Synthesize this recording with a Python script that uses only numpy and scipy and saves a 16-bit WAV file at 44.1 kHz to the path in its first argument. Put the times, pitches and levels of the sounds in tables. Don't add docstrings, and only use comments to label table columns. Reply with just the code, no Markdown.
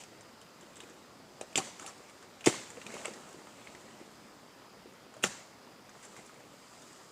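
import sys
import numpy as np
from scipy import signal
from scipy.io import wavfile
from scipy.ndimage import uniform_filter1d

SR = 44100
rng = np.random.default_rng(int(sys.argv[2]) if len(sys.argv) > 2 else 0)


def bounce(signal):
    frames = np.transpose(np.atleast_2d(signal))
    limited = np.clip(frames, -1, 1)
    pcm = np.round(limited * 32767).astype(np.int16)
    wavfile.write(sys.argv[1], SR, pcm)


def ratio(d):
    e = np.asarray(d, float) / 20
    return 10 ** e


N = 313815


def evened(x):
    return x / np.sqrt(np.mean(x ** 2) + 1e-20)


def read(points, hz):
    f, value = np.transpose(points)
    return np.interp(np.log(hz + 1), np.log(f + 1), value)


def add(mix, start_s, sound):
    part = mix[max(round(start_s * SR), 0):][:len(sound)]
    part += sound[:len(part)]


def resonate(x, hz, width_hz):
    turn = np.exp(2j * np.pi * hz * np.arange(len(x)) / SR)
    r = np.exp(-np.pi * width_hz / SR)
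    smooth = signal.lfilter([(1 - r) ** 2], [1, -2 * r, r * r], x / turn)
    return 2 * (turn * smooth).real


def shaped(x, points, patchy_db):
    hz, _, z = signal.stft(x, SR, nperseg=1024, noverlap=768)
    patches = uniform_filter1d(rng.standard_normal(z.shape), 10, 0)
    patches = evened(uniform_filter1d(patches, 12, 1))
    gain_db = read(points, hz)[:, None] + patchy_db * patches
    return evened(signal.istft(z * ratio(gain_db), SR, nperseg=1024, noverlap=768)[1][:N])


def leafy(x):
    # freq_hz, level_db
    leaf_spectrum = [(1500, -51), (3000, -3), (4200, -9.5), (5000, -7), (5700, -2.5), (6600, 1), (7500, 3),
                     (8300, -1), (9500, -8), (11500, -18.5), (15500, -32)]
    log_gain = np.log(ratio(read(leaf_spectrum, abs(np.fft.fftfreq(2048, 1 / SR)))))
    taps = np.fft.ifft(np.exp(np.conj(signal.hilbert(log_gain)))).real[:512]
    return signal.oaconvolve(x, taps)[:len(x)]


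def grains(per_s, spread_db, bed):
    sizes = ratio(spread_db * np.minimum(rng.exponential(1, N), 4))
    clicks = sizes * (rng.random(N) < per_s / SR)
    bursts = signal.lfilter([1], [1, -.96], clicks)
    return rng.standard_normal(N) * (evened(bursts) + bed)


def cracks(rows, rise_s, clean):
    out, t = np.zeros(N), np.arange(5000) / SR
    for start_s, leaf_db, stem_db, stem_hz, t60_s in rows:
        fall = ratio(-60 * t / max(t60_s, .004)) + .5 * ratio(-60 * t / 0.013)
        fall = fall * (1 - np.exp(-t / rise_s))
        leaf = leafy(rng.standard_normal(5000) * fall)
        fibres = rng.standard_normal(5000)
        torn = evened(resonate(fibres, stem_hz, 1040) + 0.4 * resonate(fibres, 1800, 1860))
        snap = clean * np.sin(2 * np.pi * stem_hz * t) * ratio(-60 * t / 0.011)
        stem = (torn + snap) * fall
        both = leaf / abs(leaf).max() + ratio(stem_db) * stem / abs(stem).max()
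        add(out, start_s, ratio(leaf_db) * both)
    return out


def knocks(rows, late):
    out = np.zeros(N)
    for crest_s, peak_db, hz, rise_s in rows:
        rise_s = max(rise_s, .0004)
        u = np.arange(0, 8 * rise_s, 1 / SR) / rise_s
        push = (u * np.exp(1 - u)) ** 3
        ring = np.cos(2 * np.pi * hz * rise_s * (u - 1))
        add(out, crest_s - (1 - late) * rise_s, ratio(peak_db) * push * ring)
    return signal.sosfilt(signal.butter(3, 80, "highpass", fs=SR, output="sos"), out)


def far_fronds():
    # freq_hz, level_db
    wash_spectrum = [(20, -30), (50, -7), (100, -5.5), (140, 0.5), (200, -9.5), (400, -7), (800, -8),
                     (1300, -6), (2000, -20.5), (3500, -16), (6000, -19), (9000, -25), (13000, -28.5),
                     (15500, -28.5)]
    return ratio(-59.5) * shaped(rng.standard_normal(N), wash_spectrum, patchy_db=1.44)


def insects():
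    # start_s, end_s, level_db
    bouts = [
        (-.2, .62, -70),
        (1.0, 2.4, -71),
        (3.9, 4.95, -71),
        (5.4, 6.15, -70.5),
        (6.5, 7.3, -68.5),
    ]
    fade_s, between_db = .08, -74.5
    t = np.arange(N) / SR
    song = np.zeros(N)
    for start_s, end_s, level_db in bouts:
        song += ratio(level_db) * (np.tanh((t - start_s) / fade_s) - np.tanh((t - end_s) / fade_s)) / 2
    chorus = evened(resonate(rng.standard_normal(N), 4940, 700))
    return np.maximum(song, ratio(between_db)) * chorus


def wind_gusts():
    # centre_s, level_db, half_width_s
    gusts = [
        (6.1, -63, 0.18),
        (6.87, -62, 0.31),
    ]
    t = np.arange(N) / SR
    breath = sum(ratio(db) * np.exp(-((t - s) / half_s) ** 2) for s, db, half_s in gusts)
    return breath * evened(leafy(grains(1200, 2.5, 3)))


def rustle():
    # time_s, level_db
    stir = [(0.0, -67), (0.46, -71.5), (0.83, -64.5), (1.2, -71.5), (1.6, -64), (1.88, -61.5), (2.3, -68),
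            (2.82, -60.5), (2.99, -52.5), (3.14, -58.5), (3.41, -62.5), (3.73, -62), (4.6, -71.5),
            (5.85, -72), (6.15, -64.5), (6.45, -68), (6.7, -69), (7.12, -71)]
    # start_s, level_db, t60_s
    sways = [
        (1.61, -50, 0.49),
        (2.51, -46.5, 0.71),
        (5.28, -52, 0.63),
    ]
    # rest_db, push_db, sway_db
    layer_levels = [
        (-86, -1, 0.5),
        (-66, 0, 2),
        (-61, 3.5, -2.5),
    ]
    # freq_hz, level_db
    stem_spectrum = [(400, -31), (900, -1.5), (1400, -5.5), (1900, -0.5), (2700, -4), (3600, -10.5),
                     (4800, -8), (7000, -31)]
    # freq_hz, level_db
    litter_spectrum = [(60, -28), (120, -11.5), (200, 4.5), (350, 0.5), (600, -1), (900, -9), (1500, -19),
                       (3000, -50)]
    sway_rise_s = 0.0041

    t = np.arange(N) / SR
    push = ratio(np.interp(t, *np.transpose(stir)))
    sway = np.zeros(N)
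    for start_s, level_db, t60_s in sways:
        since_s = np.maximum(t - start_s, 0)
        sway += ratio(level_db - 60 * since_s / t60_s) * (1 - np.exp(-since_s / sway_rise_s))

    jostle = grains(800, 3.2, 3.0)
    leaves = evened(leafy(grains(1200, 4.1, 2.5)))
    stems = shaped(jostle, stem_spectrum, patchy_db=2.0)
    litter = shaped(jostle, litter_spectrum, patchy_db=1.5)
    out = np.zeros(N)
    for (rest_db, push_db, sway_db), layer in zip(layer_levels, (leaves, stems, litter)):
        power = ratio(rest_db) ** 2 + (ratio(push_db) * push) ** 2 + (ratio(sway_db) * sway) ** 2
        out += np.sqrt(power) * layer
    return out


def leaf_swishes():
    # start_s, leaf_db, stem_rel_db, stem_hz, t60_s
    swishes = [(0, -45, -3, 2600, 0.079), (.755, -56, 0, 3000, 0.12), (1.80, -46, 2.5, 1290, 0.25),
               (1.865, -45, 1.5, 1390, 0.14), (2.89, -54, 9, 2100, .15), (2.935, -50, 1, 2200, 0.22),
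               (3.046, -42, 6, 1900, 0.039), (3.065, -45, -2, 1300, 0.15), (6.025, -46.5, -5, 1700, 0.12),
               (6.16, -50, 0, 2060, 0.15), (6.255, -51, -10, 1600, 0.088)]
    return cracks(swishes, rise_s=0.0091, clean=0)


def twigs_and_ticks():
    # start_s, leaf_db, stem_rel_db, stem_hz
    twigs = [(0.0097, -55, 3, 2500), (0.0363, -40.5, -5, 2480), (0.414, -45.5, -5.5, 2850),
             (0.63, -58, 3, 2900), (0.756, -48, -10, 3160), (0.8034, -41, 1, 2710), (0.835, -51, -1, 2300),
             (1.411, -36, 0, 2520), (1.528, -48, -1, 2420), (1.796, -39, -1, 2200), (1.824, -43, -1, 1400),
             (1.863, -36, -6, 2650), (2.096, -49, 2, 2030), (2.226, -50, 4, 1510), (2.408, -47, 5.5, 2720),
             (2.771, -50, 9.5, 2150), (2.815, -45.5, 6, 2450), (2.8648, -39.5, 2, 2400),
             (2.94, -39.5, -3, 2230), (3.0135, -45, -3, 1800), (3.0555, -32.5, 1.5, 2220),
             (3.08, -48, 3, 2790), (3.4699, -52.5, 10.5, 1380), (3.6718, -57.5, 21.5, 2350),
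             (3.7492, -48, 5, 1940), (5.1392, -48.5, -1, 1400), (5.1662, -47.5, -6, 1640),
             (5.952, -62, 13, 1440), (6.1652, -49, 6.5, 1620), (6.1944, -56, 4, 2120)]
    # start_s, leaf_db
    ticks = [(0.2079, -46), (0.609, -46), (0.7675, -47), (0.897, -47), (1.648, -48), (1.878, -43),
             (1.893, -45), (1.979, -50), (2.7025, -38), (2.895, -51), (2.9174, -42), (2.978, -43),
             (3.1353, -42), (3.2884, -47), (3.327, -45.5), (3.9035, -56), (4.935, -53), (5.8953, -51),
             (6.049, -45), (6.2622, -52), (6.2994, -53), (6.3425, -52), (6.3994, -54), (6.7294, -50),
             (6.82, -47), (6.929, -47.5)]
    twig_t60_s = 0.025
    stalk_rel_db, stalk_hz, tick_t60_s = -8, 1700, 0.026
    rows = [(*row, twig_t60_s) for row in twigs]
    rows += [(*row, stalk_rel_db, stalk_hz, tick_t60_s) for row in ticks]
    return cracks(rows, rise_s=0.0007, clean=2.2)


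def small_knocks():
    # time_s, peak_db, pitch_hz
    bumps = [(0.628, -49, 334), (0.788, -47.5, 468), (0.834, -45, 423), (1.4315, -54, 430),
             (1.796, -45, 1310), (1.819, -43, 287), (1.844, -45, 795), (1.877, -45, 1300),
             (2.003, -47, 437), (2.704, -44, 550), (2.773, -40.5, 470), (2.862, -42, 247), (2.94, -37, 510),
             (2.978, -48, 581), (3.054, -33.5, 580), (3.081, -36, 477), (3.11, -45, 230), (3.344, -44, 358),
             (3.469, -50, 860), (3.747, -44, 328), (4.013, -39, 300), (4.857, -42, 405),
             (5.166, -41.5, 620), (5.949, -51, 870), (6.19, -50, 207), (6.299, -54, 1240),
             (6.402, -47.5, 595)]
    rise_s = 0.0029
    return knocks([(*row, rise_s) for row in bumps], late=0.59)


def clean_snaps():
    # crest_s, peak_db,
    # pitch_hz, rise_s
    snap_rows = [(.631, -58, 3000, 0.0013), (.804, -38, 2900, 0.00073), (.838, -49, 2480, .001),
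                 (1.412, -33.5, 2760, 0.00047), (1.5576, -14.5, 2940, 0.00061),
                 (1.5575, -29, 4940, 0.0015), (1.58, -44, 2650, 0.00086), (2.4605, -25, 4960, 0.0014),
                 (2.4608, -21, 6700, 0.0011), (2.4715, -35, 2620, 0.00093), (2.905, -41, 2000, .001),
                 (2.925, -50, 1700, .001), (2.955, -31.5, 398, 0.00078), (2.968, -37, 1000, 0.0012),
                 (2.985, -43, 2500, .001), (3.005, -49, 900, .0015), (3.017, -47, 1800, .001),
                 (3.051, -37, 2320, 0.00053), (5.2385, -32, 13800, .0004), (5.2405, -24, 7060, 0.00092),
                 (5.895, -45, 6500, .0006), (5.955, -45, 1200, 0.00075), (6.165, -53, 2100, .001),
                 (5.239, -20.5, 3230, 0.00089), (5.2408, -18.5, 3200, 0.00058),
                 (5.2383, -30, 2680, 0.0026), (5.894, -46, 1500, 0.00079), (6.197, -51, 2100, .0015),
                 (6.296, -41, 1300, 0.00059), (6.406, -43, 1500, 0.00044),
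                 (1.5557, -29, 1500, 0.00037), (1.558, -27, 8000, .0007), (1.5613, -28, 7600, 0.00086),
                 (1.5705, -39, 7400, .0015), (1.5763, -21, 7040, 0.00092), (1.58, -19.5, 7200, .0008),
                 (1.5785, -31, 2800, .0009), (1.5815, -28, 620, 0.0012), (1.5865, -30, 4570, .0015),
                 (1.5895, -34, 2800, .001), (1.578, -29, 8200, .0008), (2.4605, -37, 2300, 0.0008),
                 (2.469, -30, 8500, .001), (2.475, -29, 7800, .001), (5.2415, -20, 1980, 0.00065),
                 (5.2435, -33, 2600, 0.00062), (5.2425, -29, 6300, 0.0011), (1.591, -32, 7200, .001),
                 (1.595, -37, 6500, .001), (1.603, -40, 7500, .0015), (2.465, -30, 7600, .0008),
                 (2.4675, -28, 6800, .0007), (2.471, -19.5, 343, 0.0025), (2.472, -32, 7600, .001),
                 (2.4744, -28, 2500, .0005), (2.4808, -22, 2100, .0005), (2.481, -26, 7500, .001),
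                 (2.486, -34, 7500, .002), (2.491, -31, 2700, .0008), (2.499, -28, 1400, 0.00042),
                 (2.543, -37, 1080, .003), (5.2266, -40, 8500, .0004), (5.2266, -44, 3000, .0004),
                 (5.2331, -34, 7100, .0008), (5.2331, -34, 9200, .0006), (5.234, -37, 2800, 0.00089),
                 (5.2376, -30, 2600, 0.00067), (5.2382, -25, 7400, 0.00068), (5.248, -32, 5640, 0.0012),
                 (5.256, -34, 6500, .001), (5.264, -33, 1500, 0.00046),
                 (.0375, -43, 7000, .0005), (.627, -55, 3050, .002), (.758, -45, 7900, .0007),
                (.758, -51, 3100, .0008), (.7685, -42, 8200, .0005), (.7735, -48, 8000, .0005),
                (.78, -48, 7500, .001), (.8042, -48, 7400, .0007), (.8045, -44, 3200, .0006),
                (.84, -50, 2500, .0012), (1.794, -44, 5700, .001), (1.799, -39, 7000, .0007),
                (1.8625, -40, 8400, .0005), (1.863, -38, 2710, 0.00076), (1.878, -37, 6100, .0007),
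                (1.887, -42, 6000, .0007), (1.894, -45, 5500, .0008), (2.7035, -44, 7200, .0006),
                (2.981, -46, 2990, .001), (2.995, -45, 1900, .0008), (3.057, -42, 9700, .0005),
                (5.894, -50, 3500, .0004), (1.412, -38, 9000, .0005), (1.4126, -35, 7200, .0007),
                (1.416, -39, 8100, .0008), (2.705, -38, 650, .001), (2.779, -40, 470, .002),
                (2.783, -45, 450, .002), (2.867, -36, 2500, .0007), (2.891, -50, 2200, .001),
                (2.926, -46, 2200, .0008), (2.945, -41, 2600, .001), (2.965, -50, 2400, .001),
                (3.051, -39, 1200, .0007), (3.0565, -28, 8000, .0007), (3.0565, -32, 3000, .0005),
                (3.062, -39, 900, .0015), (3.075, -45, 2500, .001), (3.085, -39, 700, .0015),
                (3.138, -41, 5200, .0007), (3.138, -46, 8500, .0006), (5.1415, -46, 1400, .0006),
                (6.056, -48, 8200, .0006), (6.195, -54, 2000, .0012), (6.266, -52, 10200, .0006),
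                (6.343, -53, 7500, .0006), (6.4065, -43, 750, .0009)]
    return knocks(snap_rows, late=0)


def hollow_blows():
    # crest_s, peak_db, pitch_hz, rise_s
    blow_rows = [(1.4134, -27.5, 547, 0.0014), (1.5575, -27.5, 420, 0.0013), (1.567, -36.5, 296, 0.004),
                 (1.577, -22.5, 586, 0.00057), (1.5843, -22.5, 387, 0.0013), (1.6035, -34, 1160, 0.0019),
                 (1.5835, -25.5, 770, 0.0035), (1.598, -39, 404, 0.005), (1.598, -40, 146, 0.0055),
                 (2.4625, -29, 507, 0.0015), (2.467, -17.5, 705, 0.0011), (2.4714, -15, 786, 0.00036),
                 (2.4695, -35, 480, 0.0096), (2.4741, -8, 355, 0.0019), (2.4805, -17, 313, 0.0014),
                 (2.476, -23.5, 139, 0.011), (2.4895, -26, 325, 0.0046), (5.2346, -34, 443, 0.0013),
                 (5.24, -21.5, 1400, 0.0016), (5.242, -19, 430, 0.0013), (5.2465, -32.5, 278, 0.0032),
                 (5.275, -46.5, 130, 0.011), (5.249, -33.5, 800, 0.004), (5.262, -41.5, 182, 0.016)]
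    return knocks(blow_rows, late=0)


def chop_cracks():
    # start_s, leaf_db, stem_rel_db, stem_hz, t60_s
    chop_rows = [(1.5559, -32, -12, 2840, 0.017), (1.5572, -23.5, -2, 2650, 0.022),
                 (1.561, -29, -4, 2560, 0.044), (1.569, -28, -4, 2680, 0.054),
                 (1.5752, -20.5, -5.5, 2490, 0.032), (1.5795, -26, -1, 2580, 0.03),
                 (1.589, -40, 5, 2480, 0.044), (1.602, -47, -11, 2500, .06), (2.4418, -40, 6, 2660, 0.045),
                 (2.447, -40, 0, 2600, 0.048), (2.4597, -18.5, -5.5, 2700, 0.05),
                 (2.464, -24, -3, 2580, 0.037), (2.4705, -22, 6, 2050, 0.025), (2.48, -26, -7, 2270, 0.15),
                 (5.2262, -41, -1, 2600, 0.053), (5.2324, -30, -5, 2800, 0.022),
                 (5.2374, -18.5, -2, 2570, 0.011), (5.2398, -24, 1, 1900, 0.0063),
                 (5.2447, -26, -2, 2570, 0.038), (5.2485, -42, -7, 2000, 0.044),
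                 (5.2555, -32, -5, 2600, 0.064), (5.264, -33.5, -8, 1990, 0.09)]
    return cracks(chop_rows, rise_s=0.0011, clean=2.1)


def grove(x):
    # freq_hz, t60_s
    far_decay = [(100, 0.44), (400, 0.23), (1200, 0.28), (3000, 0.57), (7000, 0.56), (12000, 0.17)]
    # freq_hz, level_db
    return_spectrum = [(100, 1), (300, 5), (1000, 13.5), (1600, 10), (2500, 1), (4200, 14.5), (7000, 6),
                       (12000, 10.5)]
    taps = np.zeros(SR)
    at = np.arange(150, SR - 20, 20)
    taps[at + rng.integers(0, 20, len(at))] = rng.choice([-1., 1.], len(at))
    hz, t, z = signal.stft(taps, SR, nperseg=256)
    near = ratio(6.5) * ratio(-60 * t / 0.11)
    far_onset = 0.092 + 0.69 / (1 + np.exp(-(t - .065) / 0.0027))
    far = far_onset * ratio(-60 * t / read(far_decay, hz)[:, None])
    tone = ratio(read(return_spectrum, hz))[:, None]
    tail = signal.istft(z * (near + far) * tone, SR, nperseg=256)[1]
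    return signal.fftconvolve(x, tail / np.linalg.norm(tail))[:N]


def scene():
    background = far_fronds() + insects() + wind_gusts() + rustle()
    small = leaf_swishes() + twigs_and_ticks() + small_knocks()
    snaps, blows, chops = clean_snaps(), hollow_blows(), chop_cracks()
    returns = ratio(-3.0) * grove(chops + 0.63 * blows + small + 0.098 * snaps)
    return (background + small + snaps + blows + chops + returns)[None]


def low_pass(x):
    return signal.sosfilt(signal.butter(12, 15710, fs=SR, output="sos"), x)


def record(dry):
    thinned = signal.sosfilt(signal.butter(1, 60, "highpass", fs=SR, output="sos"), dry)
    edge = signal.firwin(255, 15550, window=("kaiser", 8), fs=SR)
    heard = signal.oaconvolve(thinned, edge[None], "same")
    return low_pass(heard)


dry = scene()
out = record(dry)
bounce(out)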